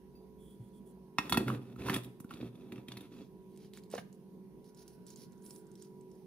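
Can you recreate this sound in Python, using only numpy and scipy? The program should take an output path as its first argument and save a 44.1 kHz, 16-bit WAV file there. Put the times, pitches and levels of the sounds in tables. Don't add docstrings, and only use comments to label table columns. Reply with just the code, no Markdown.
import sys
import numpy as np
from scipy import signal
from scipy.fft import rfft, irfft
from scipy.io import wavfile
from scipy.ndimage import uniform_filter1d

SR = 44100
rng = np.random.default_rng(int(sys.argv[2]) if len(sys.argv) > 2 else 0)


def store_wav(level_fs):
    pcm = np.round(np.clip(np.atleast_2d(level_fs), -1, 1) * 32767)
    wavfile.write(sys.argv[1], SR, pcm.T.astype(np.int16))


N = 276066

# start_s, peak_db, treble_over_ring_db, counter_thud_db, favoured_pitch_hz
LID_KNOCKS = [(1.185, -14.5, -22, -25.5, 1900), (1.296, -29.5, -0.5, -45, 2610),
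              (1.324, -14, -13, -26, 1360), (1.344, -24, -13, -58, 1880), (1.373, -17, -7, -15, 1280),
              (1.48, -27.5, -12, -38, 1490), (1.5, -27, -19, -46, 1290), (1.76, -48, -10, -41, 1310),
              (1.805, -46, -24, -30.5, 2450), (1.819, -40, -29, -46, 2420), (1.884, -27, -19.5, -48, 1260),
              (1.896, -23, -12, -24.5, 1660), (1.941, -27, -2, -44, 2950), (1.961, -29, -2, -23, 2940),
              (2.034, -50, 5, -60, 3620), (2.045, -46, 5.5, -52, 3440), (2.201, -48.5, 5, -37, 1840),
              (2.243, -53, -1.5, -33.5, 1330), (2.308, -36.5, -12.5, -48, 1250),
              (2.337, -42, -8, -35.5, 3620), (2.409, -45, -25, -37, 3470), (2.554, -58.5, -1, -63, 3460),
              (2.721, -41, -7.5, -44, 2220), (2.758, -49, -12, -44, 2230), (2.779, -49.5, -12, -34.5, 2070),
              (2.883, -38.5, -6.5, -35, 3270), (2.918, -38.5, -7.5, -63, 3660), (2.97, -40, -3, -43, 3660),
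              (3.007, -47.5, -2, -40, 3480)]
# pitch_hz, level_db, t60_s (before damping)
LID_MODES = [(1000, -5, .05), (1190, -9, .04), (1355, -.4, .07), (1630, -10, .05), (1880, -9, .06),
             (2150, -10, .04), (2525, -4, .05), (2620, -4, .075), (2950, -10, .04), (3380, -2, .07),
             (3600, -8, .06), (4290, -13, .05), (5300, -14, .04), (6300, -22, .03), (7500, -22, .03)]
# pitch_hz, level_db, t60_s (before damping)
COUNTER_MODES = [(216, -13, 0.015), (247.5, 5.5, 0.056), (293, -0.5, 0.06), (366, -1.5, 0.057),
                 (485, -16.5, 0.081)]
# start_s, length_s, thread_scrape_db, counter_push_db, deepest_counter_mode_db
WRIST_TURNS = [(1.165, 0.11, -56, -47.5, -79), (1.289, 0.13, -53.5, -35, -52),
               (1.438, 0.11, -54, -36, -32.5), (1.587, 0.14, -69.5, -53, -45.5),
               (1.762, 0.081, -56.5, -42, -67), (1.832, 0.13, -45, -36.5, -40.5),
               (2.022, 0.053, -72, -49.5, -54.5), (2.272, 0.11, -62.5, -52, -59),
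               (2.369, 0.099, -63.5, -45.5, -52.5), (2.511, 0.19, -73.5, -55.5, -71),
               (2.687, 0.12, -71, -49, -50.5), (2.856, 0.2, -66, -54, -56), (3.09, 0.13, -69, -53.5, -66)]
# start_s, length_s, lower_band_db, upper_over_lower_db
SKIN_RUBS = [(0.355, 0.24, -76, 3.5), (0.565, 0.16, -85, 7.5), (0.717, 0.094, -81, 6),
             (0.843, 0.09, -86.5, 14.5), (3.066, 0.24, -74.5, -16), (3.468, 0.13, -82.5, 1.5),
             (3.559, 0.15, -72, -6), (3.721, 0.088, -66, -2.5), (3.81, 0.065, -79, -2.5),
             (3.886, 0.15, -60.5, -4), (4.132, 0.031, -85, 10), (4.454, 2.03, -88.5, 4.5),
             (4.631, 0.092, -75.5, 1), (4.752, 0.1, -67.5, 0.5), (4.835, 0.15, -77.5, 5),
             (5.048, 0.11, -66, -1), (5.141, 0.14, -66, 1), (5.39, .25, -79.5, 17), (5.756, 0.14, -73, -1),
             (6.057, 0.25, -86, 3.5)]
# start_s, lower_band_peak_db, centre_hz
SKIN_TICKS = [(3.562, -57.5, 3270), (3.575, -53.5, 4910), (3.7361, -46, 4330), (3.7738, -44.5, 2720),
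              (3.8367, -57.5, 4340), (3.902, -54.5, 7860), (3.914, -48.5, 8000), (3.932, -58, 6500),
              (3.9507, -44, 5500), (4.128, -56.5, 7000), (4.6435, -59.5, 3560), (4.7474, -57, 6930),
              (4.8792, -49, 5260), (5.0668, -51, 8000), (5.104, -49, 6400), (5.1598, -48.5, 5800),
              (5.463, -49, 10000), (5.5072, -46.5, 5650), (5.5613, -51.5, 7750), (5.7159, -56, 7500),
              (5.7548, -54, 5430), (5.8237, -45.5, 6000)]
# start_s, peak_db, pitch_hz, t60_s, rattle_peak_db
JAR_BUMPS = [(0.592, -40, 117, 0.15, -81), (3.926, -46, 192, 0.079, -49),
             (3.938, -25.5, 526, 0.0075, -41.5), (3.952, -37, 477, 0.061, -40),
             (3.978, -44, 640, 0.019, -33.5), (3.987, -39.5, 184, 0.015, -45)]
# pitch_hz, level_db, t60_s (before damping)
CLINK_MODES = [(2640, -6.5, 0.055), (4670, -6, 0.21), (12200, -1, 0.15)]
# pitch_hz, level_db, blur_width_hz (of each filter pass)
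FRIDGE_TONES = [(140.7, -71.5, 9), (184.8, -64, 6.9), (199.3, -63, 3), (240.4, -68.5, 9),
                (325.6, -71.5, 14), (376.6, -62.5, 1.7), (423.3, -67, 3.8), (532, -83.5, 8.6),
                (969, -75, 3.4), (1065, -85.5, 3.6)]
# time_s, level_db
RUMBLE_LEVEL = [(0, -64.5), (.95, -68), (1.099, -83), (3.099, -75.5), (6.26, -82)]
# pitch_hz, relative_db
AIR_SPECTRUM = [(15, -52), (25, -21), (92, -20.5), (180, 1.5), (285, -10.5), (373, -3), (591, -21.5),
                (863, -21), (962, -24), (1190, -34.5), (6740, -41.5), (7310, -50.5), (9570, -37.5),
                (14800, -39), (16000, -56)]
# pitch_hz, likeness (0 to 1)
AIR_LIKENESS = [(60, 0.17), (180, 0.56), (550, 0.8), (1650, 0.21), (4970, 0.015), (15000, 0.079)]
# pitch_hz, left_over_right_db
AIR_BALANCE = [(60, -3.5), (380, -2.5), (2380, -6.5), (15000, 2)]
# pitch_hz, left_over_right_db
JAR_BALANCE = [(60, -1), (240, -1), (950, -5), (3770, -0.5), (15000, 1.5)]

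SEATED_S = 1.45
CLEAN_BLOW = 4.
NARROW_FREE_DB, NARROW_SEATED_DB = 2.5, 22
SCATTER_DB = 2.5
DETUNE_FREE, DETUNE_SEATED = .004, .04

TURN_RISE_S = 0.035
TURN_FADE_S = (0.02, 0.029, .06)
SCRAPE_GRIP = 8.
SCRAPE_HZ, TIGHTEN_S = (1900, 3300), (2.0, 2.4)
DEEP_MODE, DEEP_PURITY = (123.5, 13), 1.5  # (Hz, width Hz); sine peak against noise rms
SHUDDER_BAND, SHUDDER_DB = (62.5, 30), -20

LID_ON_S, TIPPED_S = 1.18, 4.05
ON_LOOSE_LID, ON_SHUT_LID, ON_GLASS = (3390, 330), (3900, 5100), (5270, 3100)
SKIN_BAND, SKIN_AIR = (10200, 4200), .55
TICK_TREBLE_DB = 1
STRAY_PER_S, STRAY_SPAN_S = 16, (5.3, 6.25)
STRAY_DB, STRAY_HZ = -68, (4000, 8000)
CLINK_S, CLINK_DB = .152, -62

HUM_PURITY = 2.2
WHINE_SPAN_S, WHINE_BAND, WHINE_DB = (4.55, 5.95), (1470, 260), -84
AIR_DB, AIR_PATCHY_DB = -58.5, 1.6

AIR_LEAD_S, JAR_LEAD_S, HAND_LEAD_S = -0.00011, .00006, .00003
JAR_LOW_HZ = 105
ROOM_DB = -12
GLINT_DB, GLINT_HZ, GLINT_T60_S = -2.5, 4500, .02
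GLINT_CYCLES_PER_S = 3.7
TOP_HZ = 15700


def knocks():
    out = np.zeros(N)
    t = np.arange(1500) / SR
    thud = np.convolve(ring(COUNTER_MODES, 2.1), np.hanning(130))
    for s, db, crack_db, thud_db, hz in LID_KNOCKS:
        free = s < SEATED_S
        chatter_s, sing_db, grip = (.0006, -17, 2.8) if free else (.0015, -36, 6.)
        narrow_db = NARROW_FREE_DB if free else NARROW_SEATED_DB
        u = t / chatter_s
        chatter = rng.standard_normal(1500) * u * np.exp(-u)
        chatter[0] += CLEAN_BLOW * free

        bend, share = rng.standard_normal((2, len(LID_MODES)))
        bend = 1 + (DETUNE_FREE if free else DETUNE_SEATED) * bend
        modes = [(f * b, level + SCATTER_DB * c, t60)
                 for (f, level, t60), b, c in zip(LID_MODES, bend, share)]
        gripped = ring(modes, grip, hz, narrow_db)
        singing = ring(modes, 0.38, hz, narrow_db)
        lid = gripped + gain_of(sing_db) * singing
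        lid = treble(signal.fftconvolve(lid, chatter), 720)

        crack_shape = (1 - np.exp(-t / 0.0009)) * (np.exp(-t / 0.0004) + 0.11 * np.exp(-t / 0.0072))
        crack = sizzle(rng.standard_normal(1500) * crack_shape)
        add(out, s, gain_of(db) * peaked(lid))
        add(out, s, gain_of(db + crack_db) * peaked(crack))
        add(out, s + .003, gain_of(thud_db) * peaked(thud))
    return out


def twist():
    scrape_gain, push_gain, deep_gain = map(effort, np.transpose(WRIST_TURNS)[2:], TURN_FADE_S)
    slips = grit(2500, 3.2)
    loose, tight = (scraped_lid(slips, hz) for hz in SCRAPE_HZ)
    tightness = np.interp(np.arange(N) / SR, TIGHTEN_S, (0, 1))
    scrape = (1 - tightness) * loose + tightness * tight
    hiss = evened(sizzle(slips + 1.5 * rng.standard_normal(N)))

    shove = rng.standard_normal(N) + .7 * grit(150, 2.5)
    push = evened(signal.oaconvolve(shove, ring(COUNTER_MODES))[:N])
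    deep = evened(band(shove, *DEEP_MODE))
    tone = np.sin(2 * np.pi * DEEP_MODE[0] * np.arange(N) / SR)
    deep = evened(deep + DEEP_PURITY * tone)
    return scrape_gain * (scrape + gain_of(-9.0) * hiss) + push_gain * push + deep_gain * deep


def scraped_lid(slips, hz):
    lid = ring(LID_MODES, SCRAPE_GRIP, hz, 4.5)
    return evened(treble(signal.oaconvolve(slips, lid)[:N], 490))


def effort(levels_db, fade_s):
    t = np.arange(N) / SR
    power = np.zeros(N)
    for (s, length, *_), db in zip(WRIST_TURNS, levels_db):
        rise = np.clip((t - s) / TURN_RISE_S, 0, 1) ** 2
        fade = np.exp(-np.maximum(t - s - length, 0) / fade_s)
        power += (gain_of(db) * rise * fade) ** 2
    return np.sqrt(power)


def rubs():
    out = np.zeros(N)
    for s, length, db, upper_db in SKIN_RUBS:
        hz, width = ON_LOOSE_LID if s < LID_ON_S else ON_SHUT_LID if s < TIPPED_S else ON_GLASS
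        n = round(length * SR)
        noise = rng.standard_normal(n)
        swell_db = 2.1 * evened(uniform_filter1d(rng.standard_normal(n), 150))
        fizz = noise * gain_of(swell_db)
        lower = evened(band(fizz, hz, width))
        upper = evened(band(fizz, *SKIN_BAND) + SKIN_AIR * treble(fizz, SKIN_BAND[0]))
        stroke = signal.windows.tukey(n, .7)
        add(out, s, gain_of(db) * stroke * (lower + gain_of(upper_db) * upper))
    return out


def ticks():
    out = np.zeros(N)
    t = np.arange(1200) / SR
    count = round(STRAY_PER_S * np.ptp(STRAY_SPAN_S))
    when, size, pitch = rng.random((count, 3)).T
    stray_s = np.interp(when, (0, 1), STRAY_SPAN_S)
    stray_hz = np.interp(pitch, (0, 1), STRAY_HZ)
    strays = zip(stray_s, STRAY_DB + 8 * size, stray_hz)
    shape = (1 - np.exp(-t / 0.000069)) * (np.exp(-t / 0.0007) + 0.02 * np.exp(-t / 0.048))
    for s, db, hz in [*SKIN_TICKS, *strays]:
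        puff = rng.standard_normal(1200) * shape
        lower = peaked(band(puff, hz, 3100))
        upper = peaked(resonate(puff, 7500, 2900))
        add(out, s, gain_of(db) * (lower + gain_of(TICK_TREBLE_DB) * upper))
    return out


def bumps():
    out = np.zeros(N)
    t = np.arange(SR // 3) / SR
    for s, db, hz, t60, rattle_db in JAR_BUMPS:
        soft_start = 1 - np.exp(-(t * hz) ** 2)
        knock = gain_of(-60 * t / t60) * soft_start * np.sin(2 * np.pi * hz * t)
        add(out, s, gain_of(db) * peaked(knock))
        rattle = resonate(resonate(rng.standard_normal(len(t)), 790, 1730), 760, 1560)
        rattle = rattle * t * np.exp(-t / 0.0032)
        add(out, s, gain_of(rattle_db) * peaked(rattle))
    add(out, CLINK_S, gain_of(CLINK_DB) * ring(CLINK_MODES))
    return out


def shudder():
    low = band(rng.standard_normal(N), *SHUDDER_BAND)
    push_gain = effort(np.transpose(WRIST_TURNS)[3], TURN_FADE_S[1])
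    return gain_of(SHUDDER_DB) * push_gain * evened(low)


def hum():
    t = np.arange(N) / SR
    out = np.zeros(N)
    for hz, db, width in FRIDGE_TONES:
        tone = np.sin(2 * np.pi * (hz * t + rng.random()))
        blur = evened(band(rng.standard_normal(N), hz, width))
        out += gain_of(db) * evened(HUM_PURITY * tone + blur)
    return out


def rumble():
    s, db = np.transpose(RUMBLE_LEVEL)
    low = band(rng.standard_normal(N), 59, 10)
    return gain_of(np.interp(np.arange(N) / SR, s, db)) * evened(low)


def whine():
    out = np.zeros(N)
    n = round(np.ptp(WHINE_SPAN_S) * SR)
    hiss = band(rng.standard_normal(n), *WHINE_BAND)
    add(out, WHINE_SPAN_S[0], gain_of(WHINE_DB) * signal.windows.tukey(n, .4) * evened(hiss))
    return out


def air():
    frames, hz = N // 256 + 5, np.fft.rfftfreq(1024, 1 / SR)
    a, b, c, d, patches = rng.standard_normal((frames, 513, 5)).T
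    patches = evened(uniform_filter1d(uniform_filter1d(patches, 12, 0), 14, 1))
    same = np.clip(read(AIR_LIKENESS, hz), -1, 1)[:, None]
    delay = np.exp(-2j * np.pi * hz * AIR_LEAD_S)[:, None]
    left = a + 1j * b
    right = same * left * delay + np.sqrt(1 - same ** 2) * (c + 1j * d)
    half = gain_of(read(AIR_BALANCE, hz) / 2)[:, None]
    colour = gain_of(read(AIR_SPECTRUM, hz)[:, None] + AIR_PATCHY_DB * patches)
    spectra = np.array([left * half, right / half]) * colour
    hiss = signal.istft(spectra, nperseg=1024, noverlap=768)[1][:, :N]
    return gain_of(AIR_DB) * evened(hiss)


def kitchen(x, t60):
    taps = np.zeros((2, SR // 2))
    jitter = rng.integers(0, 20, (2, (SR // 2 - 81) // 20))
    at = np.arange(80, SR // 2 - 20, 20) + jitter
    np.put_along_axis(taps, at, rng.choice([-1., 1.], at.shape), 1)
    taps = treble(taps, 360) * gain_of(-60 * np.arange(SR // 2) / SR / t60)
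    return signal.fftconvolve(x[None], taps / np.linalg.norm(taps[0]), axes=1)[:, :N]


def glint(x):
    turn = np.pi * GLINT_CYCLES_PER_S * np.arange(N) / SR
    bright = treble(x, GLINT_HZ)
    echoes = sum(kitchen(bright * np.cos(turn + k * np.pi / 3) ** 2, GLINT_T60_S) for k in range(3))
    return gain_of(GLINT_DB) * echoes


def ports(x, lead_s, balance):
    hz = np.fft.rfftfreq(N, 1 / SR)
    half = gain_of(read(balance, hz) / 2) * np.exp(1j * np.pi * hz * lead_s)
    return irfft(rfft(x) * np.array([half, 1 / half]), N)


def ring(modes, damping=0.89, centre_hz=0, narrow_db=0):
    t = np.arange(SR // 4) / SR
    hz, db, t60 = np.transpose(modes)[:, :, None]
    db = db - narrow_db * abs(np.log2(hz / (centre_hz or hz)))
    sines = gain_of(db - 60 * t * damping / t60) * np.sin(2 * np.pi * hz * t)
    return peaked(sines.sum(0))


def grit(per_s, spread_db):
    size = rng.standard_normal(N) * gain_of(spread_db * np.minimum(rng.exponential(1, N), 4))
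    return evened(size * (rng.random(N) < per_s / SR))


def sizzle(x):
    return treble(resonate(x, 5300, 7000) + 2.5 * band(x, 10200, 4500), 5000)


def resonate(x, hz, width):
    turn = np.exp(2j * np.pi * np.cumsum(hz * np.ones(len(x))) / SR)
    r = np.exp(-np.pi * width / SR)
    return 2 * (turn * signal.lfilter([1 - r], [1, -r], x / turn)).real


def band(x, hz, width):
    return resonate(resonate(x, hz, width), hz, width)


def treble(x, hz):
    return signal.sosfilt(signal.butter(3, hz, "high", fs=SR, output="sos"), x)


def gain_of(db):
    return 10 ** (np.asarray(db) / 20)


def evened(x):
    return x / np.sqrt(np.mean(x ** 2) + 1e-20)


def peaked(x):
    return x / abs(x).max()


def read(points, hz):
    f, value = np.transpose(points)
    return np.interp(np.log(hz + 1), np.log(f + 1), value)


def add(mix, s, sound):
    part = mix[..., round(s * SR):][..., :sound.shape[-1]]
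    part += sound[..., :part.shape[-1]]


def scene():
    jar = treble(knocks() + twist() + bumps(), JAR_LOW_HZ)
    hands = rubs() + ticks()
    hand_balance = [(3000, -0.5), (12000, -12)]  # pitch_hz, left_over_right_db
    near = ports(jar, JAR_LEAD_S, JAR_BALANCE) + ports(hands, HAND_LEAD_S, hand_balance)
    close = jar + hands
    early = gain_of(-9) * kitchen(close, 0.096)
    early += glint(close)
    room = gain_of(ROOM_DB) * kitchen(close, 0.42)
    background = ports(hum() + rumble() + shudder() + whine(), AIR_LEAD_S, AIR_BALANCE)
    return near + early + room + background + air()


def record(dry):
    low_pass = signal.firwin(511, TOP_HZ, window=("kaiser", 9), fs=SR)
    return signal.oaconvolve(dry, low_pass[None], "same")


dry = scene()
out = record(dry)
store_wav(out)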